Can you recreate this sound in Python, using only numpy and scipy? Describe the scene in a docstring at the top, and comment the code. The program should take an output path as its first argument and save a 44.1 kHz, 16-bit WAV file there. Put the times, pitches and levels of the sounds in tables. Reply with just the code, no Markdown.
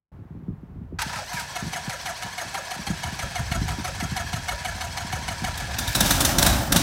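"""A light aircraft starts up close by, on the apron in front of an open hangar; one microphone, in a breeze.
The starter pinion clanks in and drags the engine over one compression after another, its gear whine
sagging each time while loose steel rattles and the exhaust puffs. Then the cylinders catch: uneven
cracks over a rough roar, echoed by the hangar. Until then, eddies buffet the microphone port."""
import sys
import numpy as np
from scipy import signal
from scipy.fft import rfft, irfft, next_fast_len
from scipy.io import wavfile
from scipy.ndimage import uniform_filter1d

SR = 44100
rng = np.random.default_rng(int(sys.argv[2]) if len(sys.argv) > 2 else 0)


def wav_record(signal):
    """Record a signal, one row per channel, as 16-bit PCM in the file named by sys.argv[1]."""
    frames = np.transpose(np.atleast_2d(signal))
    bounded = np.clip(frames, -1, 1)
    # unit amplitude maps onto the largest positive 16-bit level
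    quanta = np.round(bounded * 32767).astype(np.int16)
    wavfile.write(sys.argv[1], SR, quanta)


N = 300762

# Levels are relative within a layer, and per Hz in a spectrum.
# A stroke runs from one compression to the next.
# breeze at the microphone: t/s, large eddies/dB, small eddies/dB
BREEZE = [(0.24, -44, -47), (0.3, -52, -63), (0.39, -48, -44.5), (1.03, -36.5, -45.5), (1.15, -43, -51),
          (1.46, -48.5, -48.5), (1.82, -48, -45.5), (2.0, -46.5, -50.5), (2.49, -49.5, -47.5),
          (2.72, -52, -54.5), (2.99, -47, -44), (3.34, -38.5, -43), (3.6, -24, -47), (3.76, -37.5, -40),
          (4.1, -33.5, -43.5), (4.53, -38.5, -45), (5.44, -34.5, -41), (5.7, -30.5, -40.5)]
# strongest buffets on the port: t/s, thud/dB, first f/Hz, wake/dB
BUFFETS = [(0.196, -41, 262, -36), (0.306, -28, 218, -35), (.35, -38, 340, -37), (0.424, -37, 372, -41),
           (0.482, -24.5, 314, -25.5), (0.631, -34.5, 403, -52), (.757, -36, 377, -55),
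           (.811, -34.5, 360, -36), (0.923, -32, 555, -31), (1.063, -26.5, 276, -41),
           (1.161, -33, 236, -40), (1.34, -30, 248, -37), (1.624, -27, 322, -29.5), (1.666, -27, 239, -41),
           (1.877, -24.5, 281, -54), (2.245, -33.5, 262, -40), (2.763, -35.5, 302, -44),
           (2.79, -32, 360, -36.5), (2.872, -31, 331, -30), (2.902, -18.5, 315, -27),
           (3.043, -29.5, 216, -37), (3.125, -29, 257.2, -42), (3.24, -29, 210, -33),
           (3.402, -25.5, 170, -39), (3.515, -20.5, 232, -40), (3.554, -27, 257, -31),
           (3.615, -20.5, 294, -25), (3.686, -30, 148, -27), (3.783, -26, 389, -27.5),
           (4.025, -21, 329, -29.5), (4.119, -22, 250.3, -34), (4.338, -20.5, 180.9, -41),
           (5.047, -27.5, 277.5, -39), (5.132, -27, 230, -45), (5.42, -23, 274.2, -26.5)]
# spectra of large eddies, small eddies and distant air: f/Hz, level/dB
LARGE_EDDY_SPECTRUM = [(28, -16), (42, -15), (55, -6.5), (100, -8), (135, -20.5)]
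SMALL_EDDY_SPECTRUM = [(100, -34), (135, 3.5), (190, -3), (280, -11), (400, -13.5), (520, -38)]
AIR_SPECTRUM = [(400, 0), (600, 0), (1000, -2), (1800, -11), (3000, -21), (5000, -29), (9000, -35),
                (13000, -32), (16000, -34)]
# the pinion slams into the ring gear and grinds: t/s, peak/dB, tilt/(dB per octave), decay/s
CLANKS = [(0.987, -25, -1, 0.025), (1.016, -21, 3.5, 0.0065), (1.093, -28, -2, 0.0091),
          (1.13, -29, -1, 0.01), (1.157, -31, 0, 0.015), (1.328, -33, 4, 0.057), (1.393, -31, 4, 0.018)]
# spectrum of a clank: f/Hz, level/dB
CLANK_SPECTRUM = [(290, -54), (500, -31), (960, 4.5), (1140, -7), (1260, 7), (3440, -6), (4730, -5),
                  (8450, -13), (11500, -19), (12700, -19), (16000, -32)]
# compressions, laboured at first, then steady: t/s, starter load/dB, extra rebound force/dB
COMPRESSIONS = [(.986, -32, 11), (1.134, -35, 6), (1.383, -36, -2), (1.565, -20.5, -1.5), (1.737, -20.5, 3),
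                (1.903, -21, 1), (2.065, -21, 3), (2.23, -20.5, -12), (2.387, -22.5, 4), (2.551, -19.5, -1),
                (2.715, -21.5, -1), (2.875, -19.5, -2), (3.039, -21, -5), (3.198, -20.5, 2),
                (3.362, -20.5, 1.5), (3.522, -18.5, 2), (3.689, -20, -3), (3.852, -21, 2),
                (4.008, -19.5, 0), (4.172, -18, -0.5), (4.337, -18.5, -2.5), (4.490, -18, 0.5),
                (4.656, -20, -0.5), (4.816, -19.5, 0), (4.980, -18.5, -3.5), (5.132, -19, -3.5),
                (5.287, -20, 0.5), (5.448, -19, 1.5), (5.608, -24, -6), (5.718, -42, 13), (5.856, -38, 0),
                (5.998, -40, 0)]
# tooth rate over a stroke: position/stroke, f/Hz on the tightest cylinder, f/Hz on the other three
TOOTH_RATE = [(0, 757.2, 750), (.11, 737.6, 720), (.19, 662.2, 680), (.27, 517.9, 690), (.37, 600.2, 780),
              (.53, 899.7, 950), (.68, 1123, 1130), (.89, 790.6, 770)]
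# teeth press on compression, rebound and catch-up: position/stroke, half-width/stroke, force/dB, rub/dB
PRESSES = [(.008, 0.06, 2.5, -1), (0.198, 0.075, -4.5, -3), (.68, .09, -25, -16)]
# spectra of loaded teeth, their hardest contacts, loose gears and rubbing faces: f/Hz, level/dB
TEETH_SPECTRUM = [(300, -4.5), (480, -9), (620, -4), (790, 2), (1050, -6), (1350, 7), (1800, -52),
                  (2200, 2.5), (2550, -68), (3000, -35), (4400, -26), (5500, -54), (9000, -28),
                  (16000, -33)]
BITE_SPECTRUM = [(2000, 0.5), (2950, 5), (3600, 2), (4400, -5), (5400, -39), (9000, -33)]
RATTLE_SPECTRUM = [(450, -6.5), (620, -3.5), (800, 1.5), (1000, -8), (1150, -6.5), (1650, 5), (1950, -3),
                   (2300, 0.5), (2800, -7), (4000, -3), (5700, -6.5), (6800, -9), (9000, -14.5),
                   (10500, -20.5), (16000, -26)]
RUB_SPECTRUM = [(2500, -47), (5400, -23), (6000, 8), (6500, -8), (7100, -1), (8000, 3.5), (9700, -2),
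                (11000, -2), (16000, -16)]
# modes of ring gear and cowling: f/Hz, width/Hz, level/dB
CASING_MODES = [(702, 102, 1), (960, 41, 14), (1707, 78, 0), (2600, 52, 0), (2920, 100, -6.5),
                (3267, 10.4, 10)]
# free rattle of the starter drive: t/s, level/dB
RATTLE_LEVEL = [(1.0, -34.5), (1.18, -33), (1.26, -37), (1.4, -34.5), (5.0, -34), (5.75, -32), (5.95, -29),
                (6.3, -41.5)]
# the rattle dips as gears coast, then as slack is taken up: position/stroke, half-width/stroke, level/dB
LULLS = [(.51, 0.072, -1.5), (.87, 0.037, -1)]
# pinion squeals: f/Hz, on compression/dB, on rebound/dB, sag either side of f/fraction
SQUEALS = [(4305, -18.5, -46, 0.071), (6000, -22, -45, 0.012), (6544, -24, -19.5, 0),
           (7850, -30, -33, 0.033), (11100, -26.5, -33, 0.066), (14500, -42, -36, 0)]
# modes of the drive's loose steel parts: f/Hz, level/dB
STEEL_MODES = [(4250, -6), (4620, -3.5), (5150, -1), (5700, -1.5), (6150, -2), (6550, -9), (7450, -7),
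               (7900, -4.5), (8950, -6), (9280, -11), (10500, -15), (11100, -12), (12520, -12),
               (14380, -18)]
# the motor's falling groan after each compression: position/stroke, f/Hz, level/dB
STROKE_GROAN = [(.02, 2273, -25), (.08, 1994, -16), (.16, 1711, -18.5), (.24, 1422, -15.5),
                (.29, 1254, -23.5), (.34, 1100, -69)]
# the starter swoops up and nearly stalls while the casing rings steadily near 950 Hz: t/s, peak/dB, length/s,
# first f/Hz, last f/Hz
ENGAGING_GLIDES = [(1.018, -29, 0.031, 805, 946), (1.124, -36.5, 0.062, 1800, 1720),
                   (1.145, -37, .057, 1433, 1130), (1.176, -34, .036, 868, 790),
                   (1.212, -32.5, 0.0194, 764, 493), (1.3, -34, 0.054, 746, 686), (1.3, -35, 0.141, 997, 941),
                   (1.345, -34.5, 0.064, 2520, 1962), (1.358, -29, 0.06, 1890, 1288)]
# spectra of the teeth clacking shut and of air puffing from the exhaust: f/Hz, level/dB
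CLACK_SPECTRUM = [(600, -14), (780, 9), (1100, -5), (1400, 13), (3000, 3), (4400, 3), (6500, -3),
                  (15800, -25)]
PUFF_SPECTRUM = [(40, -15), (58, 6), (100, 1.5), (150, -9.5), (230, -17)]
# exhaust puffs, stronger late in the cranking: t/s, level/dB
PUFF_LEVEL = [(1.3, -47), (2.6, -64), (3.0, -34), (3.5, -29.5), (4.4, -29), (5.2, -40), (5.8, -26)]
# cylinder firings: t/s, crack/dB, thump/dB, crack decay/s, gas rush/dB
FIRINGS = [(5.573, -31, -40, 0.0098, -50), (5.783, -22, -28, 0.014, -44), (5.874, -26, -45, 0.0085, -35.5),
           (5.948, -17, -22.5, 0.013, -35), (6.004, -10.5, -21.5, 0.0057, -28),
           (6.057, -21, -30, 0.013, -29), (6.104, -15, -20.5, 0.014, -27.5),
           (6.203, -15, -17.5, 0.011, -38), (6.247, -14, -25, 0.01, -28),
           (6.382, -13.5, -16, 0.0096, -27.5), (6.424, -12.5, -18.5, 0.006, -26),
           (6.461, -11.5, -18, 0.0073, -29.5), (6.72, -13, -19, 0.0074, -31.5),
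           (6.759, -13.5, -13.5, 0.0092, -29)]
# exhaust pipe resonances: f/Hz, width/Hz, level/dB
PIPE_MODES = [(3550, 220, -3), (3770, 160, 0), (4020, 200, 2), (5650, 260, -3), (6000, 260, -1)]
# spectra of a firing's crack, thump and gas rush: f/Hz, level/dB
CRACK_SPECTRUM = [(300, -7), (500, -10), (700, 1.5), (1070, -3.5), (1530, 5.5), (2220, -5.5), (2900, -3.5),
                  (3700, -1), (4900, -2.5), (5900, -1.5), (6800, -1.5), (8500, 0.5), (14800, -5),
                  (15800, -5)]
THUMP_SPECTRUM = [(30, -18), (55, 9.5), (110, -19), (180, 10), (280, 0.5), (420, -16), (800, -6)]
RUSH_SPECTRUM = [(1500, -8), (2200, -0.5), (3150, 0.5), (3800, -6), (5300, 0), (6500, -5), (7400, -3),
                 (10400, -8), (14800, -5.5), (15800, -14)]
# the running engine: t/s, exhaust rumble/dB, mechanical roar/dB
RUNNING = [(5.7, -55, -25), (5.798, -26.5, -52), (5.932, -40.5, -59), (5.97, -22.5, -29.5),
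           (6.332, -25.5, -27), (6.476, -18.5, -22.5), (6.672, -28.5, -32.5), (6.766, -20, -23.5),
           (6.82, -23, -30)]
# spectra of that rumble and roar: f/Hz, level/dB
RUMBLE_SPECTRUM = [(25, -31), (38, 0), (52, 3.5), (80, -1.5), (129, -2), (175, -7.5), (300, -6.5),
                   (440, -30), (520, -22)]
ROAR_SPECTRUM = [(240, -3), (400, -2.5), (456, -21), (536, 1.5), (713, 3.5), (1050, -3.5), (1260, -4),
                 (1420, -3), (1730, -6), (2250, -17.5), (2800, -32), (3640, -41), (6160, -120)]
# thin squeaks between firings: t/s, peak/dB, length/s, first f/Hz, last f/Hz
SQUEAKS = [(6.612, -41, .04, 15500, 14900), (6.665, -44, .026, 15400, 14950)]


def from_db(db):
    """Decibels to gain."""
    return 10 ** (np.asarray(db) / 20)


def rms_one(x):
    """Scale to unit rms."""
    return x / np.sqrt(np.mean(x ** 2) + 1e-20)


def clock():
    """Time of every sample, in seconds."""
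    return np.arange(N) / SR


def in_time(rows):
    """Columns of a curve at every sample."""
    s, *columns = np.transpose(rows)
    return [np.interp(clock(), s, column) for column in columns]


def colour(x, spectrum, tilt_db=0):
    """Shape a sound by a spectrum that falls 36 dB an octave past its ends; rms 1."""
    size = next_fast_len(N + 8192)
    octave = np.log2(np.maximum(np.fft.rfftfreq(size, 1 / SR), 1))
    hz, level = np.transpose(spectrum)
    inside = np.clip(octave, np.log2(hz[0]), np.log2(hz[-1]))
    gain = from_db(np.interp(octave, np.log2(hz), level) + tilt_db * inside - 36 * abs(octave - inside))
    return rms_one(irfft(rfft(x, size) * gain, size)[:N])


def noise(spectrum, tilt_db=0):
    """Coloured noise of rms 1."""
    return colour(rng.standard_normal(N), spectrum, tilt_db)


def drift(per_s):
    """Smooth chance with a spread of about 1."""
    return np.interp(clock() * per_s, np.arange(N // 10), rng.standard_normal(N // 10))


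def burst(s, rise_s, decay_s):
    """Envelope that swells to 1 and dies away."""
    out, start = np.zeros(N), int(s * SR)
    age = np.arange(min(SR // 2, N - start)) / SR
    fading = np.exp(-np.maximum(age - rise_s, 0) / decay_s)
    out[start:start + len(age)] = np.minimum(age / rise_s, 1) * fading
    return out


def tone(hz):
    """A sine that follows a pitch curve."""
    return np.sin(2 * np.pi * np.cumsum(hz) / SR)


def bump(strokes, at, width):
    """A smooth bump once a stroke; position and half-width are in strokes."""
    return np.exp(-(((strokes - at + .5) % 1 - .5) / width) ** 2)


def resonate(x, modes, waver_db=0):
    """Add the ringing of a few modes to a sound; their strengths may waver."""
    out = x.copy()
    for hz, width, db in modes:
        radius = np.exp(-np.pi * width / SR)
        zeros = np.array([1, 0, -1]) * (1 - radius ** 2) / 2
        poles = [1, -2 * radius * np.cos(2 * np.pi * hz / SR), radius ** 2]
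        drive = x * from_db(waver_db * drift(26)) if waver_db else x
        out += from_db(db) * signal.lfilter(zeros, poles, drive)
    return out


def eddies(spectrum):
    """Low turbulence of even strength."""
    swirl = noise(spectrum)
    return swirl / np.sqrt(uniform_filter1d(swirl ** 2, size=2200) + 0.0085)


def eddy_swing(first_hz, last_hz=85, slowing_s=0.0073, life_s=0.0051):
    """One eddy crosses the microphone port: a few pressure swings that slow down."""
    age = np.arange(SR // 10) / SR
    hz = last_hz + (first_hz - last_hz) * np.exp(-age / slowing_s)
    envelope = age / life_s * np.exp(1 - age / life_s)
    return envelope * np.sin(2 * np.pi * (np.cumsum(hz) / SR + rng.random()))


def wind(gust_db=2, flutter_hz=220, count=230):
    """Eddies tumble right over the microphone port; the fastest ones thud and leave a wake."""
    large, small = from_db(in_time(BREEZE) + gust_db * drift(24))
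    wakes = sum(from_db(db - 1) * burst(s, rise_s=0.013, decay_s=0.029) for s, _, _, db in BUFFETS)
    thuds, flutter = np.zeros((2, N + SR))
    for s, db, hz, _ in BUFFETS:
        thuds[int(s * SR):][:SR // 10] += from_db(db + 1.5) * eddy_swing(hz)
    for k, (late, chance) in enumerate(rng.random((count, 2))):
        start, speed = int((k + late) * N / count), .5 + chance
        flutter[start:][:SR // 10] += speed ** 2 * eddy_swing(flutter_hz * speed)
    fine = eddies(SMALL_EDDY_SPECTRUM) * from_db(-3.5) + rms_one(flutter[:N]) * from_db(-4)
    deep = eddies(LARGE_EDDY_SPECTRUM) * np.hypot(large * from_db(-2), wakes * from_db(-4))
    fade_out = np.interp(clock(), [5.7, 5.9], [1, 0])
    return (deep + fine * np.hypot(small, wakes)) * fade_out + thuds[:N]


def distant_air(level_db=-59):
    """A faint, steady wash from far across the apron."""
    return from_db(level_db) * noise(AIR_SPECTRUM)


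def pinion_clanks(rise_s=0.0043):
    """The pinion strikes the ring gear as the starter engages."""
    return sum(from_db(db) * burst(s, rise_s, decay_s) * noise(CLANK_SPECTRUM, tilt)
               for s, db, tilt, decay_s in CLANKS)


def crank():
    """Compressions passed so far, and the load and rebound gains of the nearest one."""
    s, load_db, rebound_db = np.transpose(COMPRESSIONS)
    number = np.arange(len(s))
    strokes = np.interp(clock(), s, number)
    nearest = np.floor(strokes) + np.clip(3 * (strokes % 1) - 1.5, 0, 1)   # crossfade after mid-stroke
    load, rebound = [from_db(np.interp(nearest, number, db)) for db in (load_db, rebound_db)]
    return strokes, load, rebound


def tooth_pressure(strokes, rebound, rub_spread=1.15):
    """Teeth press together three times a stroke, and rub a little longer than they press."""
    presses, force, friction = [], 0, 0
    for gain, (at, width, force_db, rub_db) in zip((1, rebound, 1), PRESSES):
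        presses.append(gain * bump(strokes, at, width))
        force += from_db(force_db) * presses[-1]
        friction += gain * from_db(rub_db) * bump(strokes, at, rub_spread * width)
    return presses, force, friction


def gear_mesh(strokes, jitter=.02, uneven=.45):
    """Each tooth lands, then slides; the gears slow over a compression and race after it."""
    at, *rates = np.transpose(TOOTH_RATE)
    tight_hz, soft_hz = [np.interp(strokes % 1, at, hz, period=1) for hz in rates]
    tooth_hz = np.where(np.floor(strokes) % 4 == 1, tight_hz, soft_hz)
    teeth_passed = np.cumsum(tooth_hz * (1 + jitter * (drift(300) + 2 * drift(25)))) / SR
    landings = rms_one(np.diff(np.floor(teeth_passed), prepend=0)) * (1 + uneven * rng.standard_normal(N))
    slides = rms_one(np.exp(-3 * (teeth_passed % 1)) * rng.standard_normal(N))
    grit = np.interp(strokes % 1, [.04, .12, .9, .97], [.4, .55, .5, .4])
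    contact = np.sqrt(1 - grit ** 2) * landings + grit * slides
    return tooth_hz, teeth_passed, contact


def tooth_knocks(contact, force, body_db=-16, bite_db=-20):
    """Loaded teeth knock; hard contacts are shorter, so their bite grows with the force squared."""
    body = colour(contact, TEETH_SPECTRUM) * force * from_db(body_db + 2 * drift(90))
    bite = colour(contact, BITE_SPECTRUM) * force ** 2 * from_db(bite_db)
    return body + bite


def casing(x, size=96):
    """Ring gear and cowling ring, and echoes inside the cowling smear each knock."""
    scatter = rfft(rng.standard_normal(size) * np.exp(-np.linspace(0, 3, size)), 4 * size)
    smear = np.roll(irfft(scatter / abs(scatter)), size)   # scrambles phase, keeps the colour
    return signal.fftconvolve(resonate(x, CASING_MODES), smear)[size:size + N]


def gear_whine(teeth_passed, racing, level_db=-47, floor=0.099):
    """Four harmonics of the tooth rate sing most at top speed, between compressions."""
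    harmonics = sum(np.sin(2 * np.pi * k * teeth_passed) for k in range(1, 5))
    return (racing + floor) * from_db(level_db + 4 * drift(70)) * harmonics


def gear_hum(strokes, tooth_hz, level_db=-17, rough=.06):
    """The gear note hums roughly at its slowest."""
    level = bump(strokes, at=0.25, width=0.13) * from_db(level_db + 2 * drift(300))
    return level * tone(tooth_hz * (1 + rough * drift(600)))


def gear_rattle(force, lull_db, level_db=-3, shake_db=8.5, grain_db=2):
    """Loose gears rattle the casing, harder under full tooth force."""
    grains = colour(rng.standard_normal(N) * from_db(grain_db * drift(1500)), RATTLE_SPECTRUM)
    ringing = rms_one(resonate(grains, CASING_MODES, waver_db=4.5))
    shaken_db = shake_db * (force / force.max()) ** 2
    return ringing * from_db(in_time(RATTLE_LEVEL)[0] + level_db + shaken_db + lull_db + drift(70))


def squeals(strokes, pressing, rebounding, wander=.013, rough=.008, flicker_db=3.5):
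    """Sliding teeth squeal in rough high tones, most of which sag over the compression."""
    slowing = np.tanh(((strokes + .5) % 1 - .5) / .08)
    out = np.zeros(N)
    for hz, press_db, rebound_db, sag in SQUEALS:
        level = pressing * from_db(press_db) + rebounding * from_db(rebound_db)
        level *= from_db(flicker_db * drift(90))
        out += level * tone(hz * (1 - sag * slowing + wander * drift(25) + rough * drift(1300)))
    return out


def ping(hz, decay_s=.0045):
    """One mode of a steel part rings and dies."""
    age = np.arange(SR // 25) / SR
    return np.exp(-age / decay_s) * np.sin(2 * np.pi * hz * age)


def steel_ticks(count=14000, detune=.022, spread_db=2):
    """Loose parts of the drive tick against each other, each tick ringing one mode; rms 1."""
    out = np.zeros(N + SR)
    for when, mode, size, tuning in rng.random((count, 4)):
        hz, db = STEEL_MODES[int(mode * len(STEEL_MODES))]
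        ring = ping(hz * (1 + detune * (2 * tuning - 1)))
        strike_db = spread_db * min(-np.log(1 - size), 2)
        out[int(when * N):][:len(ring)] += from_db(db + strike_db) * ring
    return rms_one(out[:N])


def motor_groan(strokes, wander=.045, rough=.085, judder_db=3):
    """The motor groans down the scale after each compression, never twice at quite the same pitch."""
    at, hz, db = np.transpose(STROKE_GROAN)
    pitch = np.interp(strokes % 1, at, hz) * (1 + wander * drift(15) + rough * drift(900))
    return from_db(np.interp(strokes % 1, at, db, period=1) + judder_db * drift(400)) * tone(pitch)


def starter(rub_db=-19.5, tick_db=-48, tick_racing_db=5):
    """The drive knocks and squeals under each compression, then races and rattles loosely after it."""
    strokes, load, rebound = crank()
    (pressing, rebounding, _), force, friction = tooth_pressure(strokes, rebound)
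    tooth_hz, teeth_passed, contact = gear_mesh(strokes)
    spinning = clock() > CLANKS[0][0]
    engaged = np.interp(clock(), [1.0, 1.12, 5.6, 5.95], [0, 1, 1, 0])
    effort = engaged * load
    racing = bump(strokes, at=0.654, width=0.12)
    coast_db, slack_db = [db * bump(strokes, at, width) for at, width, db in LULLS]
    knocks = effort * tooth_knocks(contact, force)
    whine = engaged * gear_whine(teeth_passed, racing)
    hum = gear_hum(strokes, tooth_hz)
    rattle = gear_rattle(force, coast_db + slack_db)
    rubbing = colour(contact, RUB_SPECTRUM) * friction * from_db(rub_db)
    rubbing += squeals(strokes, pressing, rebounding)
    ticks = steel_ticks() * np.sqrt(1 + 1.2 * friction)
    ticks *= from_db(tick_db + tick_racing_db * racing + slack_db)
    loaded = casing(knocks) + effort * (rebound * (hum + motor_groan(strokes)) + rubbing)
    return loaded + whine + spinning * (rattle + ticks)


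def exhaust_puffs():
    """Unburnt air leaves the exhaust just after each compression."""
    strokes, _, _ = crank()
    cranking = (strokes > 0) & (strokes < strokes.max())
    level = from_db(in_time(PUFF_LEVEL)[0]) * bump(strokes, at=0.25, width=0.13)
    return eddies(PUFF_SPECTRUM) * level * cranking


def hangar_echo(x, t60_s, wet_db, build_s=0.029, cutoff_hz=9000):
    """Sound scatters back from the open metal hangar behind the aircraft."""
    age = np.arange(SR) / SR
    tail = rng.standard_normal(SR) * from_db(-60 * age / t60_s) * np.minimum(age / build_s, 1) ** 2
    tail = signal.sosfilt(signal.butter(1, cutoff_hz, fs=SR, output="sos"), tail)
    return from_db(wet_db) * signal.fftconvolve(x, tail / np.linalg.norm(tail))[:N]


def glides(rows, rough, judder_db=2.5):
    """Groans or squeaks: short sliding tones whose pitch wavers by the fraction `rough`."""
    out, waver = np.zeros(N), 1 + rough * drift(500)
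    for s, db, length_s, first_hz, last_hz in rows:
        span = np.arange(int(s * SR), int((s + length_s) * SR))
        hz = np.linspace(first_hz, last_hz, len(span)) * waver[span]
        out[span] += from_db(db) * np.sqrt(np.hanning(len(span))) * tone(hz)
    return out * from_db(judder_db * drift(200))


def slack_clacks(lead_s=.007, knock_db=-11, ring_db=-17):
    """The slack closes with a hard knock just before each compression, and the steel parts ring."""
    knocks, rings = np.zeros(N), np.zeros(N + SR)
    strikes = rng.standard_normal((len(COMPRESSIONS), len(STEEL_MODES)))
    for (s, load_db, _), gains in zip(COMPRESSIONS[1:], strikes):
        knocks += from_db(load_db) * burst(s - lead_s, rise_s=.0025, decay_s=.006)
        ring = sum(gain * from_db(load_db + db) * ping(hz) for (hz, db), gain in zip(STEEL_MODES, gains))
        rings[int((s - lead_s) * SR):][:len(ring)] += ring
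    return from_db(knock_db) * knocks * noise(CLACK_SPECTRUM) + from_db(ring_db) * rings[:N]


def exhaust_cracks(rise_s=0.0047, ragged_db=2, level_db=1.1, detune=.035, spread_db=3):
    """Each firing blows a ragged jet out of the short pipes, which never ring twice alike."""
    jet = colour(rng.standard_normal(N) * from_db(ragged_db * drift(1500)), CRACK_SPECTRUM)
    jet /= np.std(resonate(jet, PIPE_MODES))
    out = np.zeros(N)
    for s, db, _, decay_s, _ in FIRINGS:
        chances = rng.standard_normal((len(PIPE_MODES), 2))
        pipes = [(hz * (1 + detune * tuning), width, mode_db + spread_db * push)
                 for (hz, width, mode_db), (tuning, push) in zip(PIPE_MODES, chances)]
        out += resonate(jet, pipes) * from_db(db + level_db) * burst(s, rise_s, decay_s)
    return out


def engine(rumble_db=-2, roar_db=-2, rough_db=2, pipe_db=-17):
    """A pipe thump and a rush of gas follow each firing, over the rumble and roar of the engine."""
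    rumble_curve_db, roar_curve_db = in_time(RUNNING)
    caught = np.interp(clock(), [5.66, 5.85], [0, 1])
    pulses = sum(from_db(db) * burst(s, rise_s=0.0028, decay_s=0.014) for s, _, db, _, _ in FIRINGS)
    thumps = noise(THUMP_SPECTRUM) * pulses
    gas_power = sum((from_db(db) * burst(s, rise_s=0.02, decay_s=0.11)) ** 2 for s, *_, db in FIRINGS)
    roar = noise(ROAR_SPECTRUM) * from_db(roar_curve_db + roar_db)
    hiss = noise(RUSH_SPECTRUM) + from_db(pipe_db) * resonate(noise(RUSH_SPECTRUM), PIPE_MODES)
    rush = rms_one(hiss) * np.sqrt(gas_power)
    rumble = noise(RUMBLE_SPECTRUM) * from_db(rumble_curve_db + rumble_db)
    return thumps + caught * (rumble + (roar + rush) * from_db(rough_db * drift(160)))


def scene():
    """From the apron: the aircraft close by, the hangar behind it, wind on the microphone."""
    cranking = starter() + slack_clacks() + pinion_clanks() + glides(ENGAGING_GLIDES, rough=.035)
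    cracks = exhaust_cracks()
    echoes = hangar_echo(cranking, t60_s=0.17, wet_db=-15) + hangar_echo(cracks, t60_s=0.66, wet_db=-9)
    aircraft = cranking + exhaust_puffs() + cracks + engine() + glides(SQUEAKS, rough=.005)
    return (aircraft + echoes + wind() + distant_air())[None]


def record(dry):
    """The microphone opens after a moment and passes no deep bass; peaks are rounded, the top is cut."""
    opens_s, low_cut_hz, high_cut_hz, ceiling = .117, 38.4, 15800, .7
    opened = np.clip((clock() - opens_s) / 0.0023, .003, 1)
    heard = signal.sosfilt(signal.butter(4, low_cut_hz, "high", fs=SR, output="sos"), dry) * opened
    rounded = ceiling * np.tanh(heard / ceiling)
    return signal.sosfilt(signal.ellip(10, .2, 95, high_cut_hz, fs=SR, output="sos"), rounded)


dry = scene()
out = record(dry)
wav_record(out)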